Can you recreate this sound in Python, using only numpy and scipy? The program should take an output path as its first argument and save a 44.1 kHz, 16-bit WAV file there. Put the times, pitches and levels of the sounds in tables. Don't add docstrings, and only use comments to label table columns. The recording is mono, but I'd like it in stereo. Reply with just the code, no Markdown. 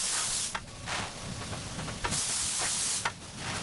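import sys
import numpy as np
from scipy import signal
from scipy.fft import rfft, irfft
from scipy.io import wavfile
from scipy.ndimage import uniform_filter1d

SR = 44100
rng = np.random.default_rng(int(sys.argv[2]) if len(sys.argv) > 2 else 0)


def master_out(mix):
    frames = np.transpose(np.atleast_2d(mix))
    ceiling = np.clip(frames, -1, 1)
    pcm = np.round(ceiling * 32767).astype(np.int16)
    wavfile.write(sys.argv[1], SR, pcm)


N = 159642


def draught():
    # (time [s], level [dB])
    draught_levels = [
        [(0, -31.5), (.15, -31), (.31, -32), (.33, -30.5), (.43, -31.5), (.47, -35.5), (.54, -47)],
        [(2.11, -41), (2.13, -31.5), (2.22, -29.5), (2.27, -32.5), (2.29, -30.5), (2.6, -32), (2.79, -31.5),
         (2.82, -30.5), (2.97, -31), (3.05, -44.5)],
    ]
    # (frequency [Hz], relative density [dB per Hz])
    draught_colour = [(400, -27.5), (900, -5), (2500, -5), (3300, -0.5), (5900, 3), (10300, 4), (11200, 4)]
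    air = hiss(draught_colour, patchy_db=1.2, flicker_db=0.6, size=512)
    return air * sum(level(opening) for opening in draught_levels)


def clanks():
    # (time [s], level [dB], brightness [dB per octave], extra level of the deepest ring [dB])
    door_blows = [(0.5458, -28.5, -1.5, -16), (.571, -40.5, -2, -6), (2.0411, -32.5, 1, 1),
                  (2.0475, -28.5, -2.5, 5.5), (2.07, -39, -2, 5), (3.0517, -25.5, 0.5, -26),
                  (3.072, -34.5, -5.5, -10), (3.097, -44, 4, -10)]
    # (frequency [Hz], relative level [dB], time to fade by 60 dB [s])
    door_modes = [(388, -10, .06), (555, -11, .05), (805, -8, .035), (945, 0.5, .048), (1190, -4, .045),
                  (1355, 1.5, .04), (1600, -2, .035), (1820, -2.5, .045), (2140, -6, .035), (2680, -8, .04),
                  (3210, -8, .045), (3490, -7, .035)]
    # (frequency [Hz], relative density [dB per Hz])
    crash_colour = [(300, -26), (900, 10), (1800, 13.5), (3500, 4.5), (6000, 0.5), (11200, -11.5)]
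    blow_s, rattle_s = 0.0045, 0.0069
    rattle_db, crash_db = -16, -1.5
    deep_hz = 480
    out = np.zeros(N)
    t = np.arange(SR // 4) / SR
    for start_s, level_db, tilt_db, deep_db in door_blows:
        def tone(hz):
            return tilt_db * np.log2(hz / 1000) + deep_db * (hz < deep_hz)

        strengths = rng.uniform(0.3, 1, len(t) // 128 + 1)
        contacts = evened(np.repeat(strengths, 128)[:len(t)])
        push = swell(t, blow_s) + amp(rattle_db) * swell(t, rattle_s) * contacts
        ring = 0
        for hz, mode_db, t60 in door_modes:
            mode = amp(mode_db + tone(hz) - 60 * t / t60) * np.sin(2 * np.pi * hz * t)
            rough_push = push * rng.standard_normal(len(t))
            struck = signal.fftconvolve(rough_push, mode)[:len(t)]
            ring += struck * np.linalg.norm(mode) / np.linalg.norm(struck)
        ring *= np.linalg.norm(push) / np.linalg.norm(ring)
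        toned_colour = [(hz, density_db + tone(hz)) for hz, density_db in crash_colour]
        crash = push * coloured(toned_colour, count=len(t))
        add(out, start_s, amp(level_db) * (ring + amp(crash_db) * crash))
    return out


def scrape():
    # (time [s], level [dB], ring of the blade [Hz], relative height of the ring [dB])
    strokes = [
        [(.06, -49, 900, -11), (.175, -37, 1550, 9), (.235, -37.5, 1280, 8), (.29, -48, 1200, -3)],
        [(.865, -46, 900, -6), (.89, -35.5, 1000, 1), (.925, -32, 1600, 2.5), (.99, -34, 1140, -1),
         (1.06, -38.5, 780, 11), (1.11, -49.5, 800, 0)],
        [(2.595, -39, 900, 11), (2.615, -37.5, 1000, 6), (2.637, -37.5, 1900, 3), (2.665, -35, 2010, 9),
         (2.69, -38.5, 1380, 7)],
        [(3.38, -59, 1490, 9), (3.43, -39.5, 1800, 2), (3.5, -36, 1090, -1.5), (3.57, -40, 1500, 11),
         (3.62, -47, 1000, 4)],
    ]
    # (frequency [Hz], relative density [dB per Hz])
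    scrape_colour = [(250, -0.5), (500, -6.5), (700, 1.5), (1800, -0.5), (3000, -3.5), (6000, -9.5),
                     (11200, -16)]
    grit_per_s, grit_spread_db, ring_octaves = 4000, 2.5, 0.42
    sizes = amp(grit_spread_db * np.minimum(rng.exponential(1, N), 4))
    lands = rng.random(N) < grit_per_s / SR
    grit = sizes * lands * rng.choice([-1, 1], N)
    hz, t, spectra = signal.stft(grit + cab(grit), SR, nperseg=256)
    point_s, _, ring_hz, ring_db = np.concatenate(strokes).T
    off = np.log2((hz[:, None] + 1) / np.interp(t, point_s, ring_hz)) / ring_octaves
    ring_height_db = np.interp(t, point_s, ring_db) * np.exp(-off ** 2)
    gain = amp(read(scrape_colour, hz)[:, None] + ring_height_db)
    spectra *= gain / np.sqrt(np.mean(gain ** 2, axis=0))
    scraping = evened(signal.istft(spectra, SR, nperseg=256)[1][:N])
    return scraping * sum(level(stroke) for stroke in strokes)


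def knocks():
    # (time [s], level of the burst [dB], starting level of the thump [dB], thump frequency [Hz])
    knock_list = [(1.281, -54, -35.5, 185), (1.405, -39, -39, 106), (1.518, -38.5, -30.5, 108),
                  (1.78, -38.5, -33, 175.5), (1.872, -36.5, -40, 125), (2.037, -40, -31, 73),
                  (2.113, -36.5, -40, 97), (2.286, -41, -46, 151), (2.617, -37, -33, 734)]
    # (frequency [Hz], relative density [dB per Hz])
    knock_colour = [(300, 3.5), (600, 4), (1200, 3.5), (2200, -3.5), (4000, -8.5), (11200, -27)]
    rise_s, thump_t60 = 0.015, 0.16
    out = np.zeros(N)
    t = np.arange(SR // 4) / SR
    for start_s, burst_db, thump_db, thump_hz in knock_list:
        thump = amp(thump_db - 60 * t / thump_t60) * np.sin(2 * np.pi * thump_hz * t)
        burst = amp(burst_db) * swell(t, rise_s) * coloured(knock_colour, count=len(t))
        add(out, start_s, burst + thump)
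    return out


def steam_and_high_tone():
    # (time [s], level [dB])
    steam_levels = [(0, -44.5), (.5, -47), (.6, -49), (.66, -52.5), (.68, -48), (.86, -46.5), (1.0, -47),
                    (1.14, -44), (1.5, -41.5), (1.65, -41.5), (2.03, -43), (2.1, -39), (2.3, -48.5),
                    (3.03, -42.5), (3.09, -46), (3.2, -51), (3.23, -45), (3.37, -46.5), (3.39, -40),
                    (3.44, -46), (3.53, -43.5), (3.56, -33.5), (3.62, -41.5)]
    # (frequency [Hz], relative density [dB per Hz])
    steam_colour = [(250, -6.5), (340, -7), (570, -4), (990, -6.5), (1930, -10), (3000, -9), (5900, -10),
                    (7300, -13.5), (11200, -12.5)]
    # (frequency [Hz], width [Hz], level [dB], start [s], end [s])
    fuzzy_tones = [(565, 50, -58, .6, 2.05), (1130, 30, -59, .67, 2.0), (2930, 45, -60, 1.75, 2.04),
                   (10013, 12, -65, 3.08, 3.62)]
    out = hiss(steam_colour, patchy_db=1.0, flicker_db=1.0, size=512) * level(steam_levels)
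    t = np.arange(N) / SR
    for hz, width_hz, level_db, start_s, end_s in fuzzy_tones:
        r = np.exp(-np.pi * width_hz / SR)
        noise = [1, 1j] @ rng.standard_normal((2, N))
        fuzz = signal.lfilter([1], [1, -2 * r, r * r], noise)
        gate = np.clip(np.minimum(t - start_s, end_s - t) / 0.048, 0, 1)
        fuzzy_tone = evened((fuzz * np.exp(2j * np.pi * hz * t)).real)
        out += amp(level_db) * gate * fuzzy_tone
    return out


def rumble():
    # (time [s], level [dB])
    rumble_levels = [(0, -52.5), (.5, -48.5), (.85, -44), (1.0, -45.5), (1.21, -50.5), (1.31, -40.5),
                     (1.53, -38), (1.66, -38), (1.76, -44.5), (1.85, -36.5), (2.03, -43), (2.13, -36.5),
                     (2.24, -48.5), (2.39, -47.5), (2.47, -49.5), (2.95, -48), (3.2, -51.5), (3.4, -44.5),
                     (3.58, -37.5), (3.62, -42)]
    # (frequency [Hz], relative density [dB per Hz])
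    rumble_colour = [(45, -10), (90, 3.5), (125, 2), (200, 0), (270, -7), (340, -15)]
    # (time [s], level [dB])
    sway_levels = [(0, -56), (.27, -56), (.32, -44), (.37, -56), (.9, -54), (1.9, -52), (2.1, -47),
                   (2.25, -59), (3.62, -61)]
    sway = hiss([(22, 0), (45, -2)], patchy_db=1.5, flicker_db=1.8, size=4096) * level(sway_levels)
    roar = hiss(rumble_colour, patchy_db=1.5, flicker_db=1.3, size=2048) * level(rumble_levels)
    return roar + sway


def cab(x):
    echo_db, echo_t60 = -12, 0.11
    t = np.arange(SR // 2) / SR
    signs = rng.choice([-1., 1.], len(t))
    lands = rng.random(len(t)) < 0.05
    tail = signs * lands * amp(-60 * t / echo_t60) * (t > 0.003)
    return amp(echo_db) * signal.fftconvolve(x, tail / np.linalg.norm(tail))[:N]


def hiss(colour, patchy_db, flicker_db, size):
    hz = np.fft.rfftfreq(size, 1 / SR)
    frames = 4 * N // size + 5
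    real, imag, patches = rng.standard_normal((frames, len(hz), 3)).T
    patches = uniform_filter1d(patches, size=size // 64, axis=0)
    patches = evened(uniform_filter1d(patches, size=8192 // size, axis=1))
    flicker = evened(uniform_filter1d(rng.standard_normal(frames), size=3))
    gain = amp(read(colour, hz)[:, None] + patchy_db * patches + flicker_db * flicker)
    spectra = (real + 1j * imag) * gain
    return evened(signal.istft(spectra, nperseg=size, noverlap=3 * size // 4)[1][:N])


def coloured(colour, count):
    gain = amp(read(colour, np.fft.rfftfreq(count, 1 / SR)))
    return evened(irfft(rfft(rng.standard_normal(count)) * gain, count))


def swell(t, peak_s):
    return (t / peak_s) ** 1.5 * np.exp(1.5 * (1 - t / peak_s))


def read(points, hz):
    table_hz, table_db = np.transpose(points)
    octave = np.log2(hz + 1)
    inside = np.interp(octave, np.log2(table_hz), table_db)
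    below = np.maximum(np.log2(table_hz[0]) - octave, 0)
    above = np.maximum(octave - np.log2(table_hz[-1] * 0.887), 0)
    return inside - 30 * below - 30 * above


def level(table):
    rows = np.array(table)
    return amp(np.interp(np.arange(N) / SR, rows[:, 0], rows[:, 1], left=-120, right=-120))


def amp(db):
    return 10 ** (np.asarray(db) / 20)


def evened(x):
    return x / np.sqrt(np.mean(x ** 2) + 1e-20)


def add(mix, start_s, sound):
    part = mix[round(start_s * SR):][:len(sound)]
    part += sound[:len(part)]


def scene():
    hits = clanks() + knocks()
    mix = draught() + steam_and_high_tone() + rumble() + scrape() + hits + cab(hits)
    return np.tile(mix, (2, 1))


def record(dry):
    drop_hz, drop_db, edge_hz = 11230, -42, 11880

    def low(x, hz):
        taps = signal.firwin(1023, hz, window=("kaiser", 9), fs=SR)
        return signal.oaconvolve(x, taps[None], "same")

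    stepped = amp(drop_db) * dry + (1 - amp(drop_db)) * low(dry, drop_hz)
    return low(stepped, edge_hz)


dry = scene()
out = record(dry)
master_out(out)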